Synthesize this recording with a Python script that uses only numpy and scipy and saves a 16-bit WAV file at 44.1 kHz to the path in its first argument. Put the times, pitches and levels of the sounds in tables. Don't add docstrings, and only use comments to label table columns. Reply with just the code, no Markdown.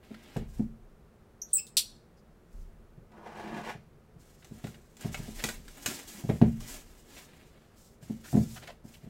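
import sys
import numpy as np
from scipy import signal
from scipy.fft import rfft, irfft, next_fast_len
from scipy.io import wavfile

SR = 44100
rng = np.random.default_rng(int(sys.argv[2]) if len(sys.argv) > 2 else 0)


def log_audio(samples):
    frames = np.atleast_2d(samples).T
    limited = np.clip(frames, -1, 1)
    pcm = np.round(limited * 32767).astype(np.int16)
    wavfile.write(sys.argv[1], SR, pcm)


N = 400869
TIME = np.arange(N) / SR

# (t/s, hollow boom level/dB, table thud re boom/dB, wall clap re boom/dB)
BLOWS = [(0.107,-37,-17,-10), (0.362,-31.5,2,-2), (0.413,-39.5,-24,-8.5), (0.587,-49.5,9,-3.5),
         (0.595,-20.5,-12.5,-19), (2.975,-57,10.5,-5), (3.749,-59,16.5,12), (4.159,-61,13,2),
         (4.511,-40,-3.5,-11), (4.64,-35.5,0.5,-4.5), (5.047,-31,1.5,-6), (5.192,-39,3,-8),
         (5.28,-36,-13,-10.5), (5.441,-33.5,-7.5,-11), (5.591,-49.5,-6,-15), (5.877,-37,-7.5,-15.5),
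         (6.239,-35.5,3.5,-7.5), (6.291,-23.5,1,-0.5), (6.415,-10.5,-5,-11.5), (6.432,-19,-18,-21),
         (8.025,-60.5,15,6), (8.098,-26.5,-11.5,-20), (8.329,-29.5,-0.5,-5), (8.344,-17,-3.5,-14.5),
         (8.368,-15,-10.5,-15), (8.404,-40,10,-12), (8.843,-42.5,-4,-12), (9.033,-52.5,7.5,-3.5),
         (9.065,-43,-2,-11)]
# (f/Hz, level/dB, t60/s)
BOX_MODES = [(70.3, -6, 0.36), (121.8, -1.5, 0.26), (142.6, 12.5, 0.11), (158.5, 7.5, .12),
             (226.8, 7.5, 0.14), (250, -2.5, 0.13), (317, 1.5, 0.094), (398.7, 3.5, 0.096),
             (547, -5, 0.076), (697, 0, 0.061), (800, -8, 0.076)]
# (f/Hz, level/dB)
CLAP_SPECTRUM = [(150, -35), (350, 6.5), (750, 3.5), (1100, -13), (2000, -15), (4000, -32), (12000, -55)]
# (t/s, level/dB, treble re level/dB)
SNAPS = [(0.139,-52.5,-30), (0.3663,-36,-6.5), (3.119,-53.5,-17), (4.446,-43.5,-4), (4.642,-37,-14),
         (4.6692,-37,-10), (4.744,-44.5,-15), (4.9683,-44.5,-2), (5.0093,-37,-1), (5.1447,-26,-14),
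         (5.439,-18.5,-4.5), (5.488,-24.5,-4), (5.6805,-39,-6.5), (5.8605,-17,-3.5), (6.297,-31.5,-34),
         (6.4161,-30.5,-28), (6.605,-40,-5), (8.6749,-38.5,-9)]
# (f/Hz, level/dB)
SNAP_BODY_SPECTRUM = [(200, -5.5), (600, -1), (1100, -4), (1800, 0.5), (2800, -3.5), (5000, -12),
                      (9000, -25.5)]
# (f/Hz, level/dB)
SNAP_TOP_SPECTRUM = [(1500, -59), (4000, 0), (7500, 4.5), (10000, -5), (15500, -8)]
# (t/s, length/s, pitch of the rubbed panel f/Hz, level/dB, rasp re level/dB)
SCUFFS = [(0.14, 0.015, 1610, -52, -11), (2.159, 0.052, 5000, -73.5, -12), (4.419, 0.023, 1700, -62.5, -2),
          (5.381, 0.038, 1690, -54, 6), (6.116, 0.14, 220, -50, -17.5), (7.156, 0.049, 2240, -60, 4),
          (8.234, 0.038, 1500, -54.5, -6), (8.275, 0.02, 1650, -56, -11), (8.551, 0.042, 1420, -54.5, 3),
          (8.617, 0.034, 1490, -58.5, 7), (8.671, 0.012, 2030, -50, -4), (8.675, 0.044, 700, -51, -1.5),
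          (8.933, 0.03, 2650, -58.5, -9)]
# (start t/s, length/s, fizz level at mid-stroke/dB, rasp re fizz/dB, swell over the stroke/dB)
STROKES = [(0.009,0.37,-69.5,9,10), (0.454,0.12,-66.5,-2.5,5.5), (2.43,0.19,-79,-9,16),
           (4.18,0.29,-68.5,-4,-6.5), (4.415,0.29,-65.5,0.5,12), (4.76,0.29,-73,-1.5,0),
           (4.982,0.063,-53,3.5,1), (5.105,0.32,-54.5,-0.5,-11.5), (5.332,0.17,-48,-1.5,5.5),
           (5.616,0.27,-58,-1,16), (5.855,.19,-46,-0.5,-19), (6.056,0.14,-50,-4.5,-2.5),
           (6.224,0.45,-61.5,-2,-10.5), (6.588,.155,-49,-4,7), (6.835,0.26,-64.5,-2,-2),
           (7.05,.14,-58.5,1,11.5), (7.242,0.56,-73.5,6.5,-12), (7.755,0.14,-62,-22.5,-10),
           (8.002,0.52,-69,-0.5,-18.5), (8.228,0.33,-52,-8,-2.5), (8.607,0.02,-52,4,-7.5),
           (8.832,0.11,-63,-5,5), (8.99,.1,-71,4.5,-10)]
# (f/Hz, level/dB)
FIZZ_SPECTRUM = [(1500, -16.5), (3300, -3.5), (5000, 0), (7500, 2), (10000, -4.5), (13000, -4.5),
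                 (15800, -8)]
# (f/Hz, level/dB)
RASP_SPECTRUM = [(120, -40.5), (300, -5), (700, 3), (1150, -6), (1900, -2.5), (3200, -5.5), (5000, -11),
                 (9000, -34)]
# (f/Hz, width/Hz, level/dB)
HOLLOW_MODES = [(157, 26, -0.5), (215, 27, -1), (278.6, 12.6, -5), (336, 43, -3)]
# (f/Hz, width/Hz, level/dB)
LID_MODES = [(452, 80, 0), (590, 110, -1), (740, 120, -1), (900, 120, 0), (1240, 170, -7), (1450, 200, -10)]
# (f/Hz, level/dB)
TEAR_SPECTRUM = [(700, -18), (1400, 1), (1900, 3.5), (2150, -1.5), (2450, -1), (3000, -5.5), (3500, -11),
                 (5500, -13.5), (8000, -19), (15000, -28.5)]
# (t/s, length/s, pitch f/Hz, level/dB, octave re pitch level/dB, roughness/0-1)
SQUEAKS = [(1.416, 0.0081, 5840, -32.5, -20, 0.38), (1.418, 0.011, 6390, -34.5, -17, 0.3),
           (1.53, 0.013, 8580, -17.5, -37.5, 0.62), (1.535, 0.017, 7880, -24.5, -5, .4),
           (1.55, .018, 8070, -21.5, -28.5, .12), (1.561, .007, 7680, -31.5, -16.5, .4),
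           (1.567, 0.0086, 7740, -21.5, -11.5, 0.2), (1.581, 0.012, 7620, -33.5, -14.5, .3),
           (1.575, 0.034, 2597, -40.5, -2, 0.3)]
# (t/s, level/dB)
LOCK_HITS = [(1.6672, -42.5), (1.7689, -12.5), (1.7704, -14), (1.7743, -11.5)]
# (f/Hz, level/dB, t60/s)
STEEL_MODES = [(3300, -9, .2), (4197, -2, .25), (4277, 0, .27), (4380, -2, .24), (4540, -4, .2),
               (4690, -5, .2), (4830, -6, .2), (5422, -7, .2), (5698, -9, .2), (7600, -5, .11),
               (7830, -6, .11), (11550, -10, .1), (13500, -9, .12)]
# (f/Hz, level/dB)
CLACK_SPECTRUM = [(600, -34.5), (1000, -26), (1900, -23), (2500, -12.5), (3200, -5), (4350, 3.5),
                  (5100, -3.5), (5600, -1), (6500, -5), (7700, -1.5), (10500, -6.5), (13600, -10),
                  (15800, -16)]
# (start t/s, length/s, level/dB)
LEANS = [(0.36, 0.25, -41.5), (2.53, 0.085, -42.5), (5.1, 0.52, -47.5), (6.4, 0.069, -37.5)]
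# (f/Hz, level/dB)
SWAY_SPECTRUM = [(15, -11.5), (25, -1.5), (34, 8.5), (46, -12), (66, -8), (100, -16), (200, -61)]
# (f/Hz, level/dB)
HUSH_SPECTRUM = [(12, -32), (20, 2.5), (93, -4.5), (130, -7.5), (162, -1.5), (187, -10.5), (227, -2.5),
                 (261, -16), (375, -9), (797, -20.5), (996, -23), (1280, -23), (3130, -35.5), (5030, -39),
                 (15800, -44)]
# (f/Hz, t60/s)
ROOM_T60 = [(100, 0.48), (250, 0.17), (1000, 0.18), (4500, .42), (8000, 0.33), (15000, 0.26)]

GRIP_S, RELEASE_DB_PER_S = 0.031, 165
CUT_START_S, CUT_LENGTH_S, CUT_GRIP_S, CUT_RELEASE_DB_PER_S = 3.0904, 0.6154, 0.17, 380
DRAG_SWELL_DB, TEAR_SWELL_DB = 6.5, 19
SLACK_S, SLACK_HALF_WIDTH_S, SLACK_LIFT_DB = 3.54, 0.11, 12.5
SWING_START_S, SWING_LENGTH_S, SWING_DB, SWING_SWELL_DB = 1.447, .11, -68.5, 22.5
SWAY_RISE_S, SWAY_FADE_DB_PER_S = 0.024, 50
HUSH_DB = -58
EDGE_HZ = 15900


def knocks(ring_db=-2, clap_db=-9, crack_db=-1, swell_cycles=1.5, clap_t60=0.19, crack_t60=0.013, boom_db=1):
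    rings, claps = np.zeros((2, N))
    modes = []
    for hz, db, t60 in BOX_MODES:
        swell = 1 - np.exp(-TIME[:SR // 2] * hz / swell_cycles)
        modes.append((hz, amp(db) * ring(hz, t60) * swell))
    for s, db, thud_db, wall_db in BLOWS:
        share = [(150, thud_db), (215, boom_db), (260, 0), (450, wall_db)]  # (f/Hz, level/dB)
        box = sum(amp(read(share, hz)) * mode for hz, mode in modes)
        add(rings, s, amp(db) * box)
        crack = amp(crack_db) * burst(crack_t60)
        rattle = amp(clap_db) * burst(clap_t60)
        add(claps, s, amp(db + wall_db) * (crack + rattle))
    return room(amp(ring_db) * rings + colour(claps, CLAP_SPECTRUM), early_db=-19, late_db=-7.5)


def snaps(body_db=-6, top_db=-5, snap_t60=0.033):
    body, top = np.zeros((2, N))
    for s, db, treble_db in SNAPS:
        card_share = np.sqrt(max(1 - amp(treble_db) ** 2, .1))
        add(body, s, amp(db) * card_share * burst(snap_t60))
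        add(top, s, amp(db + treble_db) * burst(snap_t60))
    card = amp(body_db) * colour(body, SNAP_BODY_SPECTRUM)
    edge = amp(top_db) * colour(top, SNAP_TOP_SPECTRUM)
    return room(card + edge, early_db=-2, late_db=-21.5)


def scuffs(width=0.21):
    out = np.zeros(N)
    drive = slips(per_s=5000, spread_db=2, clump_db=1)
    rasp = colour(drive, RASP_SPECTRUM)
    for s, length, hz, db, rasp_db in SCUFFS:
        span = slice(round(s * SR), round((s + length) * SR))
        singing = panel(drive[span], [(hz, width * hz, 0)])
        skid = singing + amp(rasp_db) * unit(rasp[span])
        add(out, s, amp(db) * skid * signal.windows.tukey(len(skid), .7))
    return room(out, early_db=-7.5, late_db=-21)


def rubbing(fizz_db=-2, rasp_db=-2, hollow_db=-4):
    on_film, on_card = np.zeros((2, N))
    for start, length, db, card_db, swell_db in STROKES:
        gain = amp(db) * stroke(start, length, swell_db)
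        on_film = np.maximum(on_film, gain)
        on_card = np.maximum(on_card, amp(card_db) * gain)
    buckles = slips(per_s=450, spread_db=2.5, clump_db=5.0)
    fine = unit(buckles + 1.67 * slips(per_s=11000, spread_db=0.5, clump_db=2.5))
    coarse = unit(buckles + slips(per_s=3600, spread_db=0.5, clump_db=0.5))
    fizz = amp(fizz_db) * colour(fine * on_film, FIZZ_SPECTRUM)
    rasp = amp(rasp_db) * colour(coarse * on_card, RASP_SPECTRUM)
    drone = panel(colour(coarse, CLAP_SPECTRUM), HOLLOW_MODES[1:3])
    hollow = amp(hollow_db) * drone * on_card
    return moving_room(fizz + rasp, early_db=1.5, late_db=-10) + hollow


def slitting(hollow_db=-56, drag_db=-47.5, tear_db=-56):
    def run(swell_db):
        return stroke(CUT_START_S, CUT_LENGTH_S, swell_db, CUT_GRIP_S, CUT_RELEASE_DB_PER_S)
    drag = slips(per_s=2000, spread_db=1.5, clump_db=1.5)
    slack = amp(SLACK_LIFT_DB * np.exp(-((TIME - SLACK_S) / SLACK_HALF_WIDTH_S) ** 2))
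    hollow = amp(hollow_db) * panel(drag, HOLLOW_MODES) * run(0) * slack
    lid = amp(drag_db) * panel(drag, LID_MODES) * run(DRAG_SWELL_DB)
    card = signal.lfilter(*signal.butter(2, 2800, fs=SR), hollow + lid)
    tearing = unit(drag + slips(per_s=4300, spread_db=2.0, clump_db=5.5))
    tear = amp(tear_db) * colour(tearing, TEAR_SPECTRUM) * run(TEAR_SWELL_DB)
    return room(card + tear, early_db=-2.5, late_db=-11.5)


def pivot(wander=.06, scratch=.25, wander_hz=700, scratch_hz=1100):
    swing = stroke(SWING_START_S, SWING_LENGTH_S, SWING_SWELL_DB)
    out = colour(rng.standard_normal(N), CLACK_SPECTRUM) * amp(SWING_DB) * swing
    for s, length, hz, db, octave_db, rough in SQUEAKS:
        size = int(length * SR)
        pitch = hz * (1 + wander * rough * drift(wander_hz, size=4096)[:size])
        phase = 2 * np.pi * np.cumsum(pitch) / SR
        chatter = 1 + scratch * rough * drift(scratch_hz, size=4096)[:size]
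        tone = np.sin(phase) + amp(octave_db) * np.sin(2 * phase)
        add(out, s, amp(db) * tone * chatter * signal.windows.tukey(size, .6))
    return room(out, early_db=-4.5, late_db=-17.5)


def lock(clack_db=-6, steel_db=-24, clack_t60=0.027):
    hits, steel = np.zeros((2, N))
    for s, db in LOCK_HITS:
        add(hits, s, amp(db) * burst(clack_t60))
    s, db = LOCK_HITS[2]
    ringing = sum(amp(mode_db) * ring(hz, t60) for hz, mode_db, t60 in STEEL_MODES)
    add(steel, s, amp(db) * ringing)
    clack = amp(clack_db) * colour(hits, CLACK_SPECTRUM)
    return room(clack, early_db=0.5, late_db=-15) + amp(steel_db) * steel


def background(sway_db=-1, jolt_db=-29, jolt_s=0.057):
    hush = amp(HUSH_DB) * colour(rng.standard_normal(N), HUSH_SPECTRUM)
    sway = unit(colour(rng.standard_normal(N), SWAY_SPECTRUM, size=16384))
    jolts = [(s, jolt_s, db + thud_db + jolt_db) for s, db, thud_db, _ in BLOWS]
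    power = np.zeros(N)
    for s, length, db in LEANS + jolts:
        push = amp(db) * stroke(s, length, 0, SWAY_RISE_S, SWAY_FADE_DB_PER_S)
        power += push ** 2
    return hush + amp(sway_db) * sway * np.sqrt(power)


def room(x, early_db, late_db, early_t60=.13):
    t = np.arange(SR * 3 // 5) / SR
    sparse = rng.random((2, len(t))) < 1 / 8
    near, far = rng.standard_normal((2, len(t))) * sparse
    early = near * (t > .0015) * amp(-60 * t / early_t60)
    hz, when, z = signal.stft(far * (t > .012), SR, nperseg=256)
    decay = amp(-60 * when / read(ROOM_T60, hz)[:, None])
    late = signal.istft(z * decay, SR, nperseg=256)[1][:len(t)]
    echo = amp(early_db) * early / np.linalg.norm(early) + amp(late_db) * late / np.linalg.norm(late)
    return x + signal.oaconvolve(x, echo)[:N]


def moving_room(x, early_db, late_db, count=3):
    turn = 2 * np.pi * 3 * TIME
    out = np.zeros(N)
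    for k in range(count):
        share = np.cos(turn + np.pi * k / count) ** 2 * 2 / count
        out += room(x * share, early_db, late_db)
    return out


def stroke(start, length, swell_db=0, grip_s=GRIP_S, release_db_per_s=RELEASE_DB_PER_S):
    t = np.maximum(TIME - start, 0)
    swell = swell_db * (np.minimum(t / length, 1) - .5)
    release = release_db_per_s * np.clip(t - length, 0, 2)
    return np.minimum(t / grip_s, 1) * amp(swell - release)


def slips(per_s, spread_db, clump_db, clump_hz=35):
    clumps = drift(clump_hz, size=next_fast_len(N))[:N]
    sizes = amp(spread_db * np.minimum(rng.exponential(1, N), 4) + clump_db * clumps)
    happens = rng.random(N) < per_s / SR
    return unit(sizes * rng.choice([-1, 1], N) * happens)


def panel(x, modes):
    out = np.zeros(len(x))
    for k, (hz, width, db) in enumerate(modes):
        out += (-1) ** k * amp(db) * signal.lfilter(*signal.iirpeak(hz, hz / width, SR), x)
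    return unit(out)


def burst(t60, size=4096):
    return rng.standard_normal(size) * amp(-60 * np.arange(size) / SR / t60)


def ring(hz, t60, size=22050):
    t = np.arange(size) / SR
    return np.sin(2 * np.pi * hz * t) * amp(-60 * t / t60)


def drift(hz, size=N):
    f = np.fft.rfftfreq(size, 1 / SR)
    return unit(irfft(rfft(rng.standard_normal(size)) * np.exp(-(f / hz) ** 2), size))


def colour(x, points, size=4096):
    log_gain = np.log(amp(read(points, abs(np.fft.fftfreq(size, 1 / SR)))))
    taps = np.fft.ifft(np.exp(np.conj(signal.hilbert(log_gain)))).real[:size // 2]
    return signal.oaconvolve(x, taps / np.linalg.norm(taps))[:len(x)]


def read(points, hz):
    f, value = np.transpose(points)
    return np.interp(np.log(hz + 1), np.log(f + 1), value)


def add(mix, s, sound):
    part = mix[max(round(s * SR), 0):][:len(sound)]
    part += sound[:len(part)]


def amp(db):
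    return 10 ** (np.asarray(db) / 20)


def unit(x):
    return x / np.sqrt(np.mean(x ** 2) + 1e-20)


def scene():
    box = knocks() + snaps() + scuffs() + rubbing()
    knife = slitting() + pivot() + lock()
    return (box + knife + background())[None]


def record(dry):
    taps = signal.firwin(401, EDGE_HZ, window=("kaiser", 9), fs=SR)
    return signal.oaconvolve(dry, taps[None], "same")


dry = scene()
out = record(dry)
log_audio(out)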